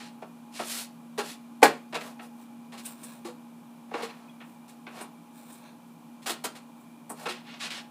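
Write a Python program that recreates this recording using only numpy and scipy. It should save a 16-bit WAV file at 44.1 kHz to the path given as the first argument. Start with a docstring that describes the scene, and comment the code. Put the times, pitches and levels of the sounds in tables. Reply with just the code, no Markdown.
"""Kitchen counter: floured pieces of food are picked out of one thin foil pan, shaken off and pressed into another.
Each touch is gated noise and snaps in bands of foil; one hard knock and its rebounds ring the pan's modes.
Fingers and food swish over the ribs, flour patters, the pan floor thuds, light tinks and bangles ring.
An appliance hums and whines over moving air in the small room; both channels are alike."""
import sys
import numpy as np
from scipy import signal
from scipy.fft import rfft, irfft, next_fast_len
from scipy.io import wavfile

SR = 44100
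rng = np.random.default_rng(int(sys.argv[2]) if len(sys.argv) > 2 else 0)


def unload_audio(sound):
    """Save the sound as a 16-bit wav file, at the path given as the first command line argument."""
    columns = np.transpose(np.atleast_2d(sound))
    # keep every value between -1 and 1, then stretch to whole-number steps
    steps = np.round(np.clip(columns, -1, 1) * 32767)
    wavfile.write(sys.argv[1], SR, steps.astype(np.int16))


N = 348390
TIME = np.arange(N) / SR

# food and fingers touch the foil; hardness: padded (< 0) to crisp, weight: brush on the wall to drop on the floor
# start_s, rise_s, level_db, hardness_db, weight_db
TOUCHES = [(.003,0.004,-32.5,-8,-10.5), (.219,0.0052,-42.5,-7,12.5), (.591,.008,-28.5,-1.5,6.5),
           (1.177,0.013,-25,2,2), (1.618,0.0046,-32.5,4,14), (1.6273,0.0044,-9,0,-4),
           (1.6353,0.0021,-15,13,9.5), (1.651,0.005,-15.5,-16,-3), (1.925,.004,-31.5,-8,1.5),
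           (1.942,0.0092,-22,-4,-2.5), (2.006,0.0055,-30.5,-5,-8), (2.192,0.0064,-35.5,-27,0),
           (2.721,0.016,-39.5,1,1.5), (2.774,0.013,-37,4.5,-10), (2.848,0.011,-36,-2,-16),
           (3.029,.009,-46.5,12,0), (3.247,0.016,-38,5.5,3), (3.911,0.0044,-47.5,-11,15.5),
           (3.938,0.0067,-27,-13,3.5), (4.02,0.0129,-27.5,0,-5), (4.085,.012,-37.5,-8,-8),
           (4.402,0.013,-37.5,-28,-8.5), (4.677,0.014,-50,12,0), (4.8664,0.0017,-26,-34,-9.5),
           (5.005,0.0053,-36,-10,4.5), (6.221,0.012,-45,5.5,-9), (6.259,0.015,-24,5.5,-3),
           (6.294,0.0093,-23.5,8,-4.5), (6.438,0.0093,-25.5,8.5,0.5), (6.55,.012,-39.5,3.5,-3),
           (7.094,0.0085,-43.5,-43,13.5), (7.254,.012,-27,-6,3.5), (7.284,0.015,-24,-3,-17),
           (7.601,.008,-27,-8,-27), (7.702,.01,-23,-6,-25)]
# foil colour under a stroke: freq_hz, gain_db
RUB_COLOUR = [(100, -7), (300, 0), (700, 7.5), (1200, 4), (2300, 2), (4500, 1), (6200, -3.5), (8500, -0.5),
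              (12000, -5), (15000, -7.5)]
# where body, rattle and crinkle are centred
TOUCH_ZONES_HZ, RUB_ZONES_HZ = [700, 2640, 9150], [720, 2950, 11100]


def from_db(db):
    """Decibels to gain."""
    return 10 ** (np.asarray(db) / 20)


def rms_one(x):
    """Scale to unit power."""
    return x / np.sqrt(np.mean(x ** 2) + 1e-20)


def at_hz(points, hz):
    """Read a spectrum on a log-frequency axis."""
    freqs_hz, levels_db = np.transpose(points)
    return np.interp(np.log(hz), np.log(freqs_hz), levels_db)


def wander(rate_hz, step=20):
    """Low-passed noise of unit power, computed every few samples and joined by lines."""
    n = next_fast_len(N // step + 2)
    lowpass = 1 / (1 + (np.fft.rfftfreq(n, step / SR) / rate_hz) ** 2)
    slow = irfft(rfft(rng.standard_normal(n)) * lowpass, n)
    return np.interp(np.arange(N) / step, np.arange(n), rms_one(slow))


def snaps(per_s, spread_db, hiss):
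    """Tiny buckles of uneven size at random moments, over the hiss of finer ones."""
    sizes = from_db(spread_db * np.minimum(rng.exponential(1, N), 3))
    sizes = sizes * rng.choice([-1, 1], N)
    buckles = rms_one(sizes * (rng.random(N) < per_s / SR))
    return rms_one(buckles + hiss * rng.standard_normal(N))


def contact(level_db, hardness_db, mix_db, top_hz):
    """A harder contact reaches higher, with more crinkle and less body; returns top edge and zone levels."""
    shares = np.array([-0.068, 0, 1])   # dB per dB of hardness
    octaves = hardness_db / 32.5
    return top_hz * 2 ** octaves, level_db + np.array(mix_db) + hardness_db * shares


def strokes(rows, mix_db, top_hz, flatness):
    """Each stroke swells and fades; the flatter it is, the longer it holds its force."""
    gestures = []
    for centre_s, half_s, level_db, hardness_db in rows:
        start = max(int((centre_s - 4 * half_s) * SR), 0)
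        stop = int((centre_s + 4 * half_s) * SR)
        force = np.exp(-.5 * np.abs((TIME[start:stop] - centre_s) / half_s) ** flatness)
        gestures.append((start, force, *contact(level_db, hardness_db, mix_db, top_hz)))
    return gestures


def foil(gestures, zones_hz, colour, grains, edge_count=23):
    """Gestures (start sample, force, top_hz, zone levels dB) gate grains through the bands of the sheet."""
    edges_hz = np.geomspace(130, 16000, edge_count)
    centres_hz = np.sqrt(edges_hz[:-1] * edges_hz[1:])
    gains = []
    for _, _, top_hz, levels_db in gestures:
        zone_gain = from_db(np.interp(np.log(centres_hz), np.log(zones_hz), levels_db))
        # a padded contact leaves the finest creases still
        gains.append(zone_gain / np.hypot(1, (centres_hz / top_hz) ** 4))
    out = np.zeros(N)
    for k, hz in enumerate(centres_hz):
        power = np.zeros(N)
        for (start, force, *_), gain in zip(gestures, gains):
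            power[start:start + len(force)] += (gain[k] * force[:N - start]) ** 2
        band = signal.butter(2, edges_hz[k:k + 2], "band", fs=SR, output="sos")
        gated = np.sqrt(power + 1e-18) * grains[k % 2]
        out += from_db(at_hz(colour, hz)) * signal.sosfilt(band, gated)
    return out


def touches(first_snap=0.73, snap_treble_db=-8, chatter=0.75, chatter_s=0.02, chatter_treble_db=-4):
    """A touch starts with a dull snap, swells brightly as the foil gives way, and chatters out."""
    # foil colour under a touch: freq_hz, gain_db
    touch_colour = [(100, -25.5), (200, -1.5), (330, -3.5), (560, -2.5), (820, 0), (1200, 0.5), (1800, -1),
                    (2500, 1), (4500, 3), (6200, -2), (8300, 6), (12000, -3.5), (15000, -4)]
    mix_db = [8, -1, -13.5]   # body, rattle, crinkle
    t, gestures = TIME[:SR // 4], []
    upward = np.linspace(0, 1, len(TOUCH_ZONES_HZ)) ** 2
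    for start_s, rise_s, level_db, hardness_db, weight_db in TOUCHES:
        top_hz, levels_db = contact(level_db, hardness_db, mix_db, top_hz=13500)
        levels_db[0] += weight_db   # weight pushes on the body of the pan
        start = max(round(start_s * SR), 0)
        u = t / max(rise_s, .001)
        snap = first_snap * np.exp(-u)
        swell = 2 * u * np.exp(-u)
        rattle = chatter * (1 - np.exp(-u)) * np.exp(-t / chatter_s)
        gestures.append((start, snap, top_hz, levels_db + snap_treble_db * upward))
        gestures.append((start, swell, top_hz, levels_db))
        gestures.append((start, rattle, top_hz, levels_db + chatter_treble_db * upward))
    grains = [snaps(per_s=2200, spread_db=4.5, hiss=0.46) for _ in range(2)]
    return foil(gestures, TOUCH_ZONES_HZ, touch_colour, grains)


def ring(clicks, hz, t60_s):
    """A damped two-pole resonator: a unit click sets a sine of height 1 ringing."""
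    r, w = from_db(-60 / (t60_s * SR)), 2 * np.pi * hz / SR
    return signal.lfilter([0, np.sin(w)], [1, -2 * r * np.cos(w), r * r], clicks + 1e-18)


def knocks(scatter_db=2.0, jitter_s=.0005, rebounds=3):
    """The knock on the counter, its rebounds and the touches strike every mode, each with its own strength."""
    # pan modes: freq_hz, level_db, t60_s
    pan_modes = [(282,-12.5,0.15), (325,-9.5,0.044), (357,-22.5,0.11), (423,-4.5,0.13), (422,-13,0.15),
                 (456,-8.5,0.23), (532,-5,0.04), (596,-20,0.19), (670,-15.5,0.17), (721.5,-10,0.24),
                 (745,-28,0.16), (806,-4.5,0.121), (814,7.5,0.048), (895,-6,0.057), (992,-21.5,0.14),
                 (1000,-10.5,0.043), (1202,-24.5,0.19), (1430,-25.5,0.045), (1510,-15,0.15),
                 (1654,-16,0.12), (1670,-15.5,0.15), (1760,-31,0.079), (1890,-24.5,0.18),
                 (2086,-10.5,0.072), (2253,-14.5,0.011), (2360,-12,0.074), (2460,-16,0.052)]
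    knock_s, knock_db = 1.6274, -4
    rebound_gap_s, rebound_db = .009, -17.5
    touch_ring_db = -18   # re touch level plus weight
    blows = [(knock_s, knock_db)]
    for k in range(rebounds):
        blows.append((knock_s + (k + 1) * rebound_gap_s + rng.normal(0, jitter_s), rebound_db))
    for start_s, rise_s, level_db, _, weight_db in TOUCHES:
        blows.append((start_s + rise_s / 2, level_db + weight_db + touch_ring_db))
    times_s, levels_db = np.transpose(blows)
    samples = np.round(times_s * SR).astype(int)
    scatter = rng.normal(0, scatter_db, (len(blows), len(pan_modes)))
    out = np.zeros(N)
    for k, (hz, mode_db, t60_s) in enumerate(pan_modes):
        clicks = np.bincount(samples, from_db(levels_db + mode_db + scatter[:, k]), N)
        out += (-1) ** k * ring(clicks, hz, t60_s)
    return out


def rubs(unevenness_db=1.0):
    """Fingers and food slide over the foil and catch a little on the ribs."""
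    # fingers wipe over the ribbed wall: centre_s, half_length_s, level_db, hardness_db
    wall_wipes = [(.015,0.061,-41,-4.5), (.6,0.052,-37.5,1.5), (.748,0.074,-33,8), (1.288,0.048,-38.5,3.5),
                  (7.35,0.049,-42,-12), (7.52,0.053,-39,-16.5), (7.642,0.033,-28,-6), (7.755,0.046,-32,-7)]
    # a piece slides over the pan floor: centre_s, half_length_s, level_db, hardness_db
    floor_drags = [(2.053,.051,-46.5,4.5), (2.24,0.022,-52,6.5), (3.996,0.043,-39.5,-8),
                   (4.153,0.1,-56.5,-4), (4.987,0.045,-44.5,-0.5), (7.22,0.039,-46.5,4.5)]
    gestures = strokes(wall_wipes, mix_db=[-11.5, -1.5, -5.5], top_hz=10970, flatness=3.43)
    gestures += strokes(floor_drags, mix_db=[7, -1.5, -5.5], top_hz=13500, flatness=2.1)
    catch = from_db(unevenness_db * wander(45))
    grains = [catch * snaps(per_s=1800, spread_db=2.0, hiss=0.71) for _ in range(2)]
    return foil(gestures, RUB_ZONES_HZ, RUB_COLOUR, grains)


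def flour():
    """Pieces are shaken; crumbs of coating patter on the foil over the hiss of fine flour."""
    # shakes: centre_s, half_length_s, level_db, hardness_db
    shakes = [(2.41,0.037,-60,5), (2.89,0.041,-49.5,8.5), (3.08,0.082,-51,3.5), (4.5,0.044,-64.5,7.5),
              (5.376,.028,-56.5,6), (5.513,0.086,-54,5), (5.665,0.039,-51,-11), (6.808,.03,-69,11)]
    gestures = strokes(shakes, mix_db=[7.5, 5, 1.5], top_hz=17000, flatness=2.3)
    crumbs = snaps(per_s=350, spread_db=1.0, hiss=0.75)
    return foil(gestures, RUB_ZONES_HZ, RUB_COLOUR, [crumbs, crumbs], edge_count=12)


def single_rings(rows, t60_s, soft_s):
    """A soft contact sets one resonance swinging briefly."""
    out, t = np.zeros(N), TIME[:SR // 3]
    for start_s, hz, level_db in rows:
        start = round(start_s * SR)
        envelope = from_db(level_db - 60 * t / t60_s) * (1 - np.exp(-t / soft_s))
        out[start:start + len(t)] += envelope * np.sin(2 * np.pi * hz * t)
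    return out


def thuds():
    """The pan floor flexes at a pitch set by its load."""
    # start_s, pitch_hz, level_db
    floor_flexes = [(.223, 640, -44), (.597, 630, -38), (1.182, 416, -26.5), (1.945, 474, -32.5),
                    (3.250, 345, -31), (3.281, 492, -37.5), (3.943, 471, -33), (4.030, 460, -30.5),
                    (6.298, 342, -34), (7.098, 423, -42), (7.291, 364, -35.5)]
    return single_rings(floor_flexes, t60_s=0.18, soft_s=0.0016)


def tinks():
    """Light metallic tinks: short high sines with a soft onset."""
    # start_s, pitch_hz, level_db
    metal_taps = [(4.283, 2500, -48.5), (4.294, 3330, -49.5)]
    return single_rings(metal_taps, t60_s=0.065, soft_s=0.0016)


def bangles(rise_s=0.0088):
    """Thin hoops on the wrist chatter against each other for a moment and ring high."""
    # jingles, relative force: start_s, level_db
    jingles = [(2.850, -39.5), (3.031, -47), (5.008, -47), (5.519, -54), (7.094, -40.5)]
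    # hoop resonances, relative level: freq_hz, width_hz, level_db
    hoop_modes = [(6860, 170, -38), (8200, 200, 7), (8820, 310, 5), (9400, 380, 5), (10600, 770, -1),
                  (12000, 700, -11), (13700, 530, -12)]
    force, u = np.zeros(N), TIME[:SR // 5] / rise_s
    for start_s, level_db in jingles:
        start = round(start_s * SR)
        force[start:start + len(u)] += from_db(level_db) * u * np.exp(1 - u)
    clicks = force * snaps(per_s=1500, spread_db=3, hiss=.3)
    out = np.zeros(N)
    for hz, width_hz, level_db in hoop_modes:
        b, a = signal.iirpeak(hz, hz / width_hz, fs=SR)
        out += from_db(level_db) * signal.lfilter(b, a, clicks + 1e-18)
    return 2 * out


def pan_walls(x, walls_db=-15, t60_s=0.06):
    """Sound bounces inside the pan, which ripples its spectrum."""
    t = TIME[:SR // 30]
    echoes = rng.standard_normal(len(t)) * from_db(-60 * t / t60_s) * (t > .0005)
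    echoes = signal.sosfilt(signal.butter(2, 1500, "high", fs=SR, output="sos"), echoes)
    gain = from_db(walls_db)
    bounced = signal.oaconvolve(x, echoes / np.linalg.norm(echoes))[:N]
    return (x + gain * bounced) / np.hypot(1, gain)


def kitchen(x, treble_from_hz=3500, first_echo_s=0.0025):
    """Dense reflections from cabinets and walls; the treble dies sooner."""
    low_t60_s, treble_t60_s, room_db = 0.29, 0.12, -8.5
    t = TIME[:SR // 2]
    echoes = rng.standard_normal(len(t)) * (t > first_echo_s)
    lows = signal.sosfilt(signal.butter(1, treble_from_hz, fs=SR, output="sos"), echoes)
    tail = lows * from_db(-60 * t / low_t60_s)
    tail += (echoes - lows) * from_db(-60 * t / treble_t60_s)
    return from_db(room_db) * signal.fftconvolve(x, tail / np.linalg.norm(tail))[:N]


def appliance(hum_hz=235.2, phase_waver_rad=0.32, swell_db=2, air_db=-55):
    """A motor hum of drifting level, narrow tones that waver and swell, and moving air."""
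    # main hum, RMS: time_s, level_db
    hum_level = [(0.0, -47), (0.04, -49.5), (2.31, -47.5), (5.44, -52.5), (7.63, -51), (7.9, -54)]
    # narrow wavering tones: freq_hz, width_hz, level_db
    whines = [(165.4, 8.2, -63), (240.7, 24, -61), (837, 8, -64), (2340, 30, -76), (2444, 24, -75)]
    # air spectrum, relative density: freq_hz, level_db_per_hz
    air_colour = [(30, -34.5), (80, -37), (120, -10), (160, 0), (200, -4), (280, 3.5), (400, -11),
                  (650, -8), (1000, -6), (1250, -12.5), (1900, -23), (3000, -21), (5000, -28), (10000, -26),
                  (15000, -29.5)]
    hum_gain = from_db(np.interp(TIME, *np.transpose(hum_level))) * np.sqrt(2)
    out = hum_gain * np.sin(2 * np.pi * hum_hz * TIME + phase_waver_rad * wander(2))
    for hz, width_hz, level_db in whines:
        phase = 2 * np.pi * hz * TIME
        swell = from_db(level_db + swell_db * wander(0.75))
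        out += swell * (wander(width_hz) * np.cos(phase) + wander(width_hz) * np.sin(phase))
    air_gain = from_db(at_hz(air_colour, np.fft.rfftfreq(N, 1 / SR) + 1))
    air = irfft(rfft(rng.standard_normal(N)) * air_gain, N)
    return out + from_db(air_db) * rms_one(air)


def scene():
    """The pans in their room, over the appliance; both channels alike."""
    crinkles = pan_walls(touches() + rubs() + flour()) + bangles()
    rings = knocks() + thuds() + tinks()
    # the rings feed the room far less than the crinkles do
    pans = crinkles + rings + kitchen(crinkles + from_db(-18.5) * rings)
    # the pans and their room are thinned below about 240 Hz
    pans = signal.sosfilt(signal.butter(2, 242, "high", fs=SR, output="sos"), pans)
    return np.tile(pans + appliance(), (2, 1))


def record(dry, cutoff_hz=15400):
    """The hardest peaks are rounded and the top is cut."""
    rounded = 2 * np.tanh(dry / 2)
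    return signal.sosfilt(signal.ellip(10, .1, 80, cutoff_hz, fs=SR, output="sos"), rounded)


dry = scene()
out = record(dry)
unload_audio(out)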